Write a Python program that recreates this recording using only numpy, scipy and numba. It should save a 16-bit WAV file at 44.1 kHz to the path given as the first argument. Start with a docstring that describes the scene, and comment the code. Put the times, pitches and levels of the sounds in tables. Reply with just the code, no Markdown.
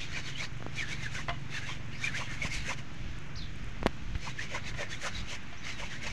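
"""A knife scales a fish on a wooden board in quick strokes, a few metres from a hand-held phone outdoors.
Scales pop off in a dense rattle of random clicks and grit, filtered into scrape, blade rasp and board ring.
Narrow sliding resonances squeak, low scuffs thud, and the knife chatters into the board.
Around it: pulses ringing a far one-cylinder exhaust, wind and outdoor hiss from filtered noise, fire ticks
from bursts of bright noise, pressure pulses for taps on the phone body, and gliding sines for birds."""
import sys
import numpy as np
from scipy import signal
from scipy.fft import rfft, irfft, next_fast_len
from scipy.io import wavfile
from scipy.ndimage import uniform_filter1d
from numba import njit

SR = 44100
rng = np.random.default_rng(int(sys.argv[2]) if len(sys.argv) > 2 else 0)


def to_wav(s):
    """Save 16-bit WAV."""
    ch = np.atleast_2d(s).T  # columns
    pcm = np.round(np.clip(ch, -1, 1) * 32767)  # PCM
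    wavfile.write(sys.argv[1], SR, pcm.astype(np.int16))


N = 269892
T = np.arange(N) / SR  # s

# Strokes of the knife. Each row: peak time in seconds, rise in ms, fall in ms, base level in dB,
# blade rasp in dB over the base, upper rasp in dB over the base.
KNIFE_STROKES = [(0.025, 36, 39, -47, 2, -0.5), (0.178, 91, 31, -46, 0.5, -5),
                 (0.288, 67, 43, -48.5, 2, 0.5), (0.438, 75, 31, -46, 1.5, -1),
                 (0.801, 56, 51, -46, -9, -3), (0.91, 45, 54, -49, 1, 2), (1.051, 57, 29, -50, 6, 0),
                 (1.19, 86, 57, -48.5, 4, -10), (1.571, 65, 28, -49.5, 6, 3), (1.695, 88, 78, -50, 5, -4),
                 (1.95, 39, 15, -62, 15, -2), (2.062, 64, 50, -46, 4, -1.5), (2.179, 48, 75, -46, 4.5, -7),
                 (2.324, 50, 48, -52, 10, -8), (2.461, 65, 24.5, -44.5, 5, -12),
                 (2.549, 47, 64, -46.5, 6.5, 2), (2.706, 72, 38, -46, 5.5, -12),
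                 (2.791, 21, 20, -55.5, 6, -5), (4.29, 87, 39.4, -50, -1, -2.5),
                 (4.431, 54, 39, -48, 1.5, -7), (4.555, 55, 37.5, -45.5, 4, -15),
                 (4.686, 53, 30, -48.5, 1.5, 1.5), (4.814, 45, 40, -47, 7.5, -11),
                 (4.93, 46, 41, -50, 1.5, -5), (5.071, 60, 26, -43.5, 3, -6),
                 (5.183, 65, 43, -49, -0.5, 2.5), (5.336, 72, 38, -47, 3.5, -10),
                 (5.695, 55, 52, -46, 4.5, -4), (5.803, 34, 90, -49.5, 3, -11),
                 (5.938, 38, 46, -49.5, 2.5, -5), (6.058, 43, 93, -47, 2.5, -7.5)]
# Colour of the scrape. Each row: frequency in Hz, relative level in dB.
SCRAPE_COLOUR = [(300, -3), (1000, -11.5), (2200, 0), (3600, -4.5), (4800, -8.5), (6300, -3), (8000, -16.5),
                 (11000, -29), (15500, -43.5)]
# Ringing modes of the board. Each row: frequency in Hz, relative level in dB, 60 dB decay time in seconds.
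BOARD_MODES = [(696, -2, 0.067), (1031, -2, 0.075), (1166, -1, 0.043), (1450, -3, 0.015),
               (2063, 12.5, 0.032), (2914, 9.5, 0.06)]
# The fish dragged against the board. Each row: peak time of the high scuff in seconds, its level in dB,
# low scuff in dB over the high one.
DRAG_THUDS = [(.18, -46.5, -13), (.432, -45.5, -9), (1.195, -45.5, -11), (1.697, -43.5, -15),
              (2.217, -40, -8.5), (2.457, -42.5, -6), (2.713, -37.5, -10.5), (4.276, -38.5, -13),
              (4.558, -38.5, -3), (4.824, -42, 1.5), (5.069, -40, -2), (5.335, -48.5, -6),
              (5.83, -44.5, -3), (6.078, -42, -6.5)]
# Firing of the far engine. Each row: time in seconds, firings in Hz, level in dB.
ENGINE_COURSE = [(0, 23.06, -46.5), (0.598, 23.58, -47), (1.5, 23.08, -45), (2.6, 23.4, -46),
                 (3.5, 23.53, -52.5), (4.548, 23.84, -48.5), (5.201, 21.65, -61), (6.12, 21.46, -54)]
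# Resonances of the exhaust. Each row: frequency in Hz, width in Hz, relative level in dB.
EXHAUST_MODES = [(115.2, 75, -0.5), (140.2, 21.8, 1), (222, 720, -10), (361, 120, -14.5)]
# Puffs of wind on the microphone. Each row: peak time in seconds, peak level in dB.
WIND_PUFFS = [(1.31, -47), (2.6, -45.5), (3.1, -41.5), (3.42, -38.5), (3.65, -46), (3.86, -39), (4.11, -38),
              (4.71, -41.5), (5.18, -43.5), (6.09, -42.5)]
# Colour of the outdoor hiss. Each row: frequency in Hz, relative level in dB per Hz.
AIR_COLOUR = [(70, -23), (110, 1.5), (340, -11.5), (460, -19), (1040, -18.5), (1440, -15.5), (2300, -15.5),
              (3500, -22.5), (4650, -29.5), (6500, -28.5), (8500, -47.5), (15500, -59)]
# Louder fire ticks. Each row: start in seconds, starting level in dB.
LOUD_TICKS = [(3.187, -53.5), (3.558, -55), (3.643, -54)]
# The blade catches on a scale and squeaks, sliding as the contact travels. 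Each row: middle in seconds,
# pitch there in Hz, level in dB, slide in percent per 10 ms.
BLADE_SQUEAKS = [(.165, 2390, -41.5, -1.5), (.41, 2260, -43, 3), (0.801, 2290, -34, -1.5),
                 (.828, 1840, -36.5, -4.5), (.89, 1840, -48, 6), (.925, 2250, -39.5, 1),
                 (1.043, 2030, -44, -2.5), (1.064, 1700, -42.5, -4), (1.548, 3530, -53, -0.5),
                 (1.576, 1720, -42.5, -4.5), (1.64, 1680, -43, 2), (2.046, 2340, -37, 1.5),
                 (2.068, 2374, -36.5, -1), (2.085, 1770, -41, -3.5), (2.157, 1780, -39.5, 8.5),
                 (2.432, 2230, -36.5, 0), (4.407, 1870, -41.5, 5), (4.8, 1900, -42, -1),
                 (4.935, 3430, -46.5, -2)]
# Taps on the phone body. Each row: time in seconds, pulse level in dB before the high-pass,
# nominal width in ms, direction as a sign.
PHONE_TAPS = [(0.606, -33, 0.75, 1), (0.625, -26, 0.29, -1), (.665, -22, 0.46, 1), (2.45, -18, 3.7, 1),
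              (3.83, -18.5, 0.32, 1), (3.8611, -7, 0.55, 1), (3.868, -8.5, 0.14, -1),
              (4.156, -10, 10.5, -1)]
# Knife against the board. Each row: start in seconds, push strength in dB, chatter decay in ms,
# crack push in dB over the push that rings the board.
BOARD_KNOCKS = [(1.283, -21, 4.8, 5), (1.292, -16.5, 10.7, 6.5), (1.305, -25.5, 5.4, 5),
                (1.328, -26, 28, 5), (4.152, -44, 9.3, 25.5), (4.742, -32, 23, 12), (5.526, -33, 9.8, 9.5)]
# Bird notes. Each row: start in seconds, length in ms, start, middle and end pitch in Hz, level in dB.
BIRD_NOTES = [(1.925, 115, 4100, 5050, 6240, -60.5), (3.356, 25, 3640, 6060, 3800, -51.5),
              (3.379, 20, 5730, 4265, 3930, -47.5), (3.4, 23, 4790, 3960, 3230, -56),
              (3.417, 20, 4500, 3900, 3140, -52), (3.441, 34, 4200, 3600, 3050, -59),
              (5.57, 23, 5160, 5760, 5900, -58)]

UPPER_HZ, UPPER_WIDTH_HZ = 3635, 1420  # second, higher band of the rasp
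SCUFF_LOW_HZ, SCUFF_HIGH_HZ, SCUFF_WIDTH = 573, 984, 0.31  # width as a share of the pitch
SCUFF_LEAD_S = 0.014  # the low scuff comes first
AIR_DB = -47
SQUEAK_MS, SQUEAK_WIDTH_HZ = 13, 180  # spread of the bell-shaped swell, width of the resonance
RATTLE_DB, RATTLE_MS, RATTLE_HZ = -9, 3.4, 1170  # drive over the tap, decay and pitch of the case rattle
TOP_HZ, OFFSET = 15500, .0154  # top edge and steady offset of the converter


def undb(db):
    """dB to gain."""
    return np.exp(np.asarray(db) * np.log(10) / 20)


def unit(x):
    """Scale to rms 1."""
    return x / np.sqrt(np.mean(x ** 2))


def steady(hz):
    """A pitch that stays put for the whole scene."""
    return np.full(N, float(hz))


def colour(x, shape):
    """Filter by a spectrum of (Hz, dB) points, rms 1."""
    hz, db = np.transpose(shape)
    size = next_fast_len(N)
    log_hz = np.log(np.fft.rfftfreq(size, 1 / SR) + 1)
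    gain = undb(np.interp(log_hz, np.log(hz), db, left=-90))
    return unit(irfft(rfft(x, size) * gain, size)[:N])


@njit
def band(x, hz, width):
    """State-variable band-pass whose centre moves every sample."""
    y, b, l = np.empty(len(x)), 0., 0.
    for i in range(len(x)):
        g, k = np.tan(np.pi * hz[i] / SR), width / hz[i]
        v = (b + g * (x[i] - l)) / (1 + g * (g + k))
        b, l, y[i] = 2 * v - b, l + 2 * g * v, k * v
    return y


def tuned(x, hz, width):
    """A resonance applied twice, rms 1."""
    return unit(band(band(x, hz, width), hz, width))


def walk(rate):
    """Random levels held 1 / rate s and slewed twice, rms 1."""
    k = int(SR / rate)
    steps = np.repeat(rng.standard_normal(N // k + 1), k)
    return unit(uniform_filter1d(uniform_filter1d(steps, k), k)[:N])


def add(out, s, x):
    """Mix a short sound in at time s."""
    i = int(s * SR)
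    out[i:i + len(x)] += x[:N - i]


def bump(peak_s, rise_ms, fall_ms, edge_db):
    """A swell, edge_db down at its rise and fall times."""
    x = (T - peak_s) * 1000 / np.where(T < peak_s, rise_ms, fall_ms)
    return undb(-edge_db * x ** 2)


def pops(rate, spread_db, grit):
    """Scales letting go at random, of uneven size, over rubbing grit."""
    chance, side, size = rng.random((3, N))
    clicks = (chance < rate / SR) * np.sign(side - .5) * undb(-spread_db * np.log(size + 0.019))
    return unit(unit(clicks) + grit * rng.standard_normal(N))


def stroke_swells():
    """The swell of each knife stroke, for the scrape and the two bands of rasp."""
    scrape, rasp, upper = np.zeros((3, N))
    for s, rise, fall, db, rasp_db, upper_db in KNIFE_STROKES:
        scrape += undb(db) * bump(s, rise, fall, edge_db=12.5)
        linger = undb(db) * bump(s, rise, fall, edge_db=9.5)  # the rasp lingers as the blade slows and turns
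        rasp += undb(rasp_db) * linger
        upper += undb(upper_db) * linger
    return scrape, rasp, upper


def twangs():
    """Scales twang as they bend free: short rings across the blade's range, flaring in patches and drifting."""
    grit = rng.standard_normal(N)
    out = np.zeros(N)
    for hz in 1500 * 1.2 ** np.arange(8):
        flare = undb(4.2 * walk(80))
        out += flare * tuned(grit, hz * (1 + 0.04 * walk(40)), 240.0)
    return unit(out)


def scrape_hiss(twang):
    """Broad scrape: dense pops and twangs, coloured and made uneven."""
    hiss = colour(pops(2500, spread_db=3.5, grit=1.1) + 0.3 * twang, SCRAPE_COLOUR)
    crisp = band(hiss, steady(10000), 8000.0)
    hiss += (undb(3.4 * walk(14)) - 1) * crisp  # the crisp top comes and goes
    return undb(4.0) * hiss * undb(1.74 * walk(90))


def blade_rasp(twang, rasp, upper):
    """The edge catches and slips over rows of scales, heard through two wandering resonances."""
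    catch = undb(1.8 * walk(110))
    rows = pops(1500, spread_db=2.0, grit=0.59) * catch + 0.53 * twang
    main_band = tuned(rows, 2150 * (1 + 0.12 * walk(25)), 1400.0)
    upper_band = tuned(rows, UPPER_HZ * (1 + 0.092 * walk(15)), float(UPPER_WIDTH_HZ))
    return rasp * main_band + upper * upper_band


def board(force):
    """The board's modes, rung by a force."""
    out = 0
    for k, (hz, db, t60) in enumerate(BOARD_MODES):
        pole = np.exp(2j * np.pi * hz / SR - np.log(1000) / (t60 * SR))
        out = out + (-1) ** k * undb(db) * signal.lfilter([1], [1, -pole], force).imag
    return out


def thuds(drag):
    """Fish dragged against the board: a low scuff, then a high one, both from the same grit."""
    low = tuned(drag, steady(SCUFF_LOW_HZ), SCUFF_WIDTH * SCUFF_LOW_HZ)
    high = tuned(drag, steady(SCUFF_HIGH_HZ), SCUFF_WIDTH * SCUFF_HIGH_HZ)
    out = np.zeros(N)
    for s, db, low_db in DRAG_THUDS:
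        high_scuff = bump(s, 15.3, 18.0, edge_db=11.0) * high
        low_scuff = bump(s - SCUFF_LEAD_S, 20.0, 29.0, edge_db=7.0) * low
        out += undb(db) * (high_scuff + undb(low_db) * low_scuff)
    return out


def scaling():
    """Each stroke is a broad scrape plus the rasp of the blade and the board's ring, with thuds among them."""
    scrape, rasp, upper = stroke_swells()
    twang = twangs()
    drag = pops(900, spread_db=1.5, grit=0.68)
    ring = undb(-3.5) * unit(board(drag))
    return scrape * (scrape_hiss(twang) + ring) + blade_rasp(twang, rasp, upper) + thuds(drag)


def engine():
    """Slightly uneven firings ring the exhaust."""
    s, hz, db = np.transpose(ENGINE_COURSE)
    firing_hz = np.interp(T, s, hz) * (1 + 0.003875 * walk(2.92))
    cycle = np.floor(np.cumsum(firing_hz) / SR).astype(int)
    strength = undb(0.3 * rng.standard_normal(200))
    pulses = np.diff(cycle, prepend=0) * strength[cycle]
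    pipe = np.zeros(N)
    for k, (mode_hz, width, mode_db) in enumerate(EXHAUST_MODES):
        pipe += (-1) ** k * undb(mode_db) * unit(band(pulses, steady(mode_hz), float(width)))
    dull = signal.sosfilt(signal.butter(2, 420, fs=SR, output="sos"), pipe)
    return unit(dull) * undb(np.interp(T, s, db))


def wind():
    """Low buffeting: a light breeze with short puffs."""
    rumble = [(8, -13), (20, 0.0), (45, 1.5), (90, -6.0), (200, -16.0), (500, -41.0), (2000, -73)]  # Hz, dB
    low = colour(rng.standard_normal(N), rumble)
    breeze = undb(-48.5 + 2.2 * walk(18))
    puffs = sum(undb(db) * bump(s, 43.0, 36, edge_db=4.5) for s, db in WIND_PUFFS)
    return low * (breeze + puffs)


def air():
    """Steady hiss whose middle octaves drift a little on their own."""
    hiss = colour(rng.standard_normal(N), AIR_COLOUR)
    drift = sum(band(hiss, steady(hz), hz * .7) * .15 * walk(5) for hz in 500. 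* 2 ** np.arange(4))
    return unit(hiss + drift) * undb(AIR_DB)


def fire():
    """A faint crackle of short hissy ticks, a few of them louder."""
    sparks = undb(-96.0) * abs(pops(60, spread_db=2.0, grit=0))
    for s, db in LOUD_TICKS:
        add(sparks, s, undb([db]))
    puff = signal.lfilter([1], [1, -np.exp(-1 / (.002 * SR))], sparks)  # decay constant of 2 ms
    return tuned(rng.standard_normal(N), steady(7300), 3500.0) * puff


def squeaks():
    """Each catch is a puff of grit in one narrow, sliding resonance."""
    out = np.zeros(N)
    t = np.linspace(-50, 50, int(.1 * SR))  # ms
    grits = rng.standard_normal((len(BLADE_SQUEAKS), len(t)))
    for (s, hz, db, slide), grit in zip(BLADE_SQUEAKS, grits):
        ring = tuned(grit, hz * np.exp(slide * t / 1000), SQUEAK_WIDTH_HZ)
        ring = ring * np.exp(-(t / SQUEAK_MS) ** 2 / 2)
        core_rms = np.sqrt(np.mean(ring[abs(t) < SQUEAK_MS] ** 2))
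        add(out, s - .05, undb(db) * ring / core_rms)
    return out * undb(3 * walk(160))  # broken by the rows of scales


def taps():
    """Pressure pulses in the phone body; the vent lets them swing back below rest, the case rattles after."""
    out, shake = np.zeros((2, N))
    t = np.arange(int(.03 * SR)) / SR * 1000  # ms
    noises = rng.standard_normal((len(PHONE_TAPS), len(t)))
    for (s, db, ms, sign), noise in zip(PHONE_TAPS, noises):
        x = t / (0.71 * ms)
        pulse = (x * np.exp(1 - x)) ** 2
        add(out, s - 0.33 * ms / 1000, sign * undb(db) * pulse)
        rattle = undb(db + RATTLE_DB) * np.exp(-t / RATTLE_MS) * noise
        add(shake, s, rattle / (1 + ms))  # a soft, wide tap rattles less
    case = steady(RATTLE_HZ), 2200.0
    out += band(band(shake, *case), *case)
    return signal.sosfilt(signal.butter(2, 90, "high", fs=SR, output="sos"), out)  # the vent


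def knocks():
    """The knife chatters into the board: short rough pushes, heard as a crack and through the modes."""
    force, crack = np.zeros((2, N))
    t = np.arange(int(.06 * SR)) / SR * 1000  # ms
    noises = rng.standard_normal((len(BOARD_KNOCKS), len(t)))
    for (s, db, ms, crack_db), noise in zip(BOARD_KNOCKS, noises):
        rough = noise + 1.65 * (t < .5)  # a firm first contact of half a millisecond
        push = undb(db) * np.exp(-t / ms) * rough / np.sqrt(ms)
        add(force, s, push)
        add(crack, s, undb(crack_db) * push)
    tone = steady(2100), 2600.0
    ring = undb(-30.0) * board(uniform_filter1d(force, size=12))
    return ring + band(band(band(crack, *tone), *tone), *tone)


def birds():
    """Warbling near-sine notes with a smeared echo off the water and banks."""
    out = np.zeros(N)
    warble, flutter = 1 + 0.034 * walk(300), undb(3.0 * walk(250))
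    for s, ms, *hz, db in BIRD_NOTES:
        x = np.linspace(0, 1, int(ms * SR / 1000))
        pitch = np.interp(x, [0, .33, 1], hz) * warble[int(s * SR):][:len(x)]
        tone = np.sin(2 * np.pi * np.cumsum(pitch) / SR)
        add(out, s, np.sqrt(2) * undb(db) * np.sin(np.pi * x) ** 0.15 * tone)
    t = np.arange(int(.12 * SR)) / SR
    tail = rng.standard_normal(len(t)) * np.exp(-t / 0.03)
    return out * flutter + undb(-26.5) * signal.fftconvolve(out, tail)[:N]


def scene():
    """All sources at the one microphone."""
    fish = scaling() + squeaks() + knocks()
    surroundings = engine() + wind() + air() + fire() + birds()
    return (fish + taps() + surroundings)[None]


def record(dry):
    """The converter adds its offset and cuts the top."""
    return signal.sosfilt(signal.ellip(10, .2, 80, TOP_HZ, fs=SR, output="sos"), dry) + OFFSET


dry = scene()
out = record(dry)
to_wav(out)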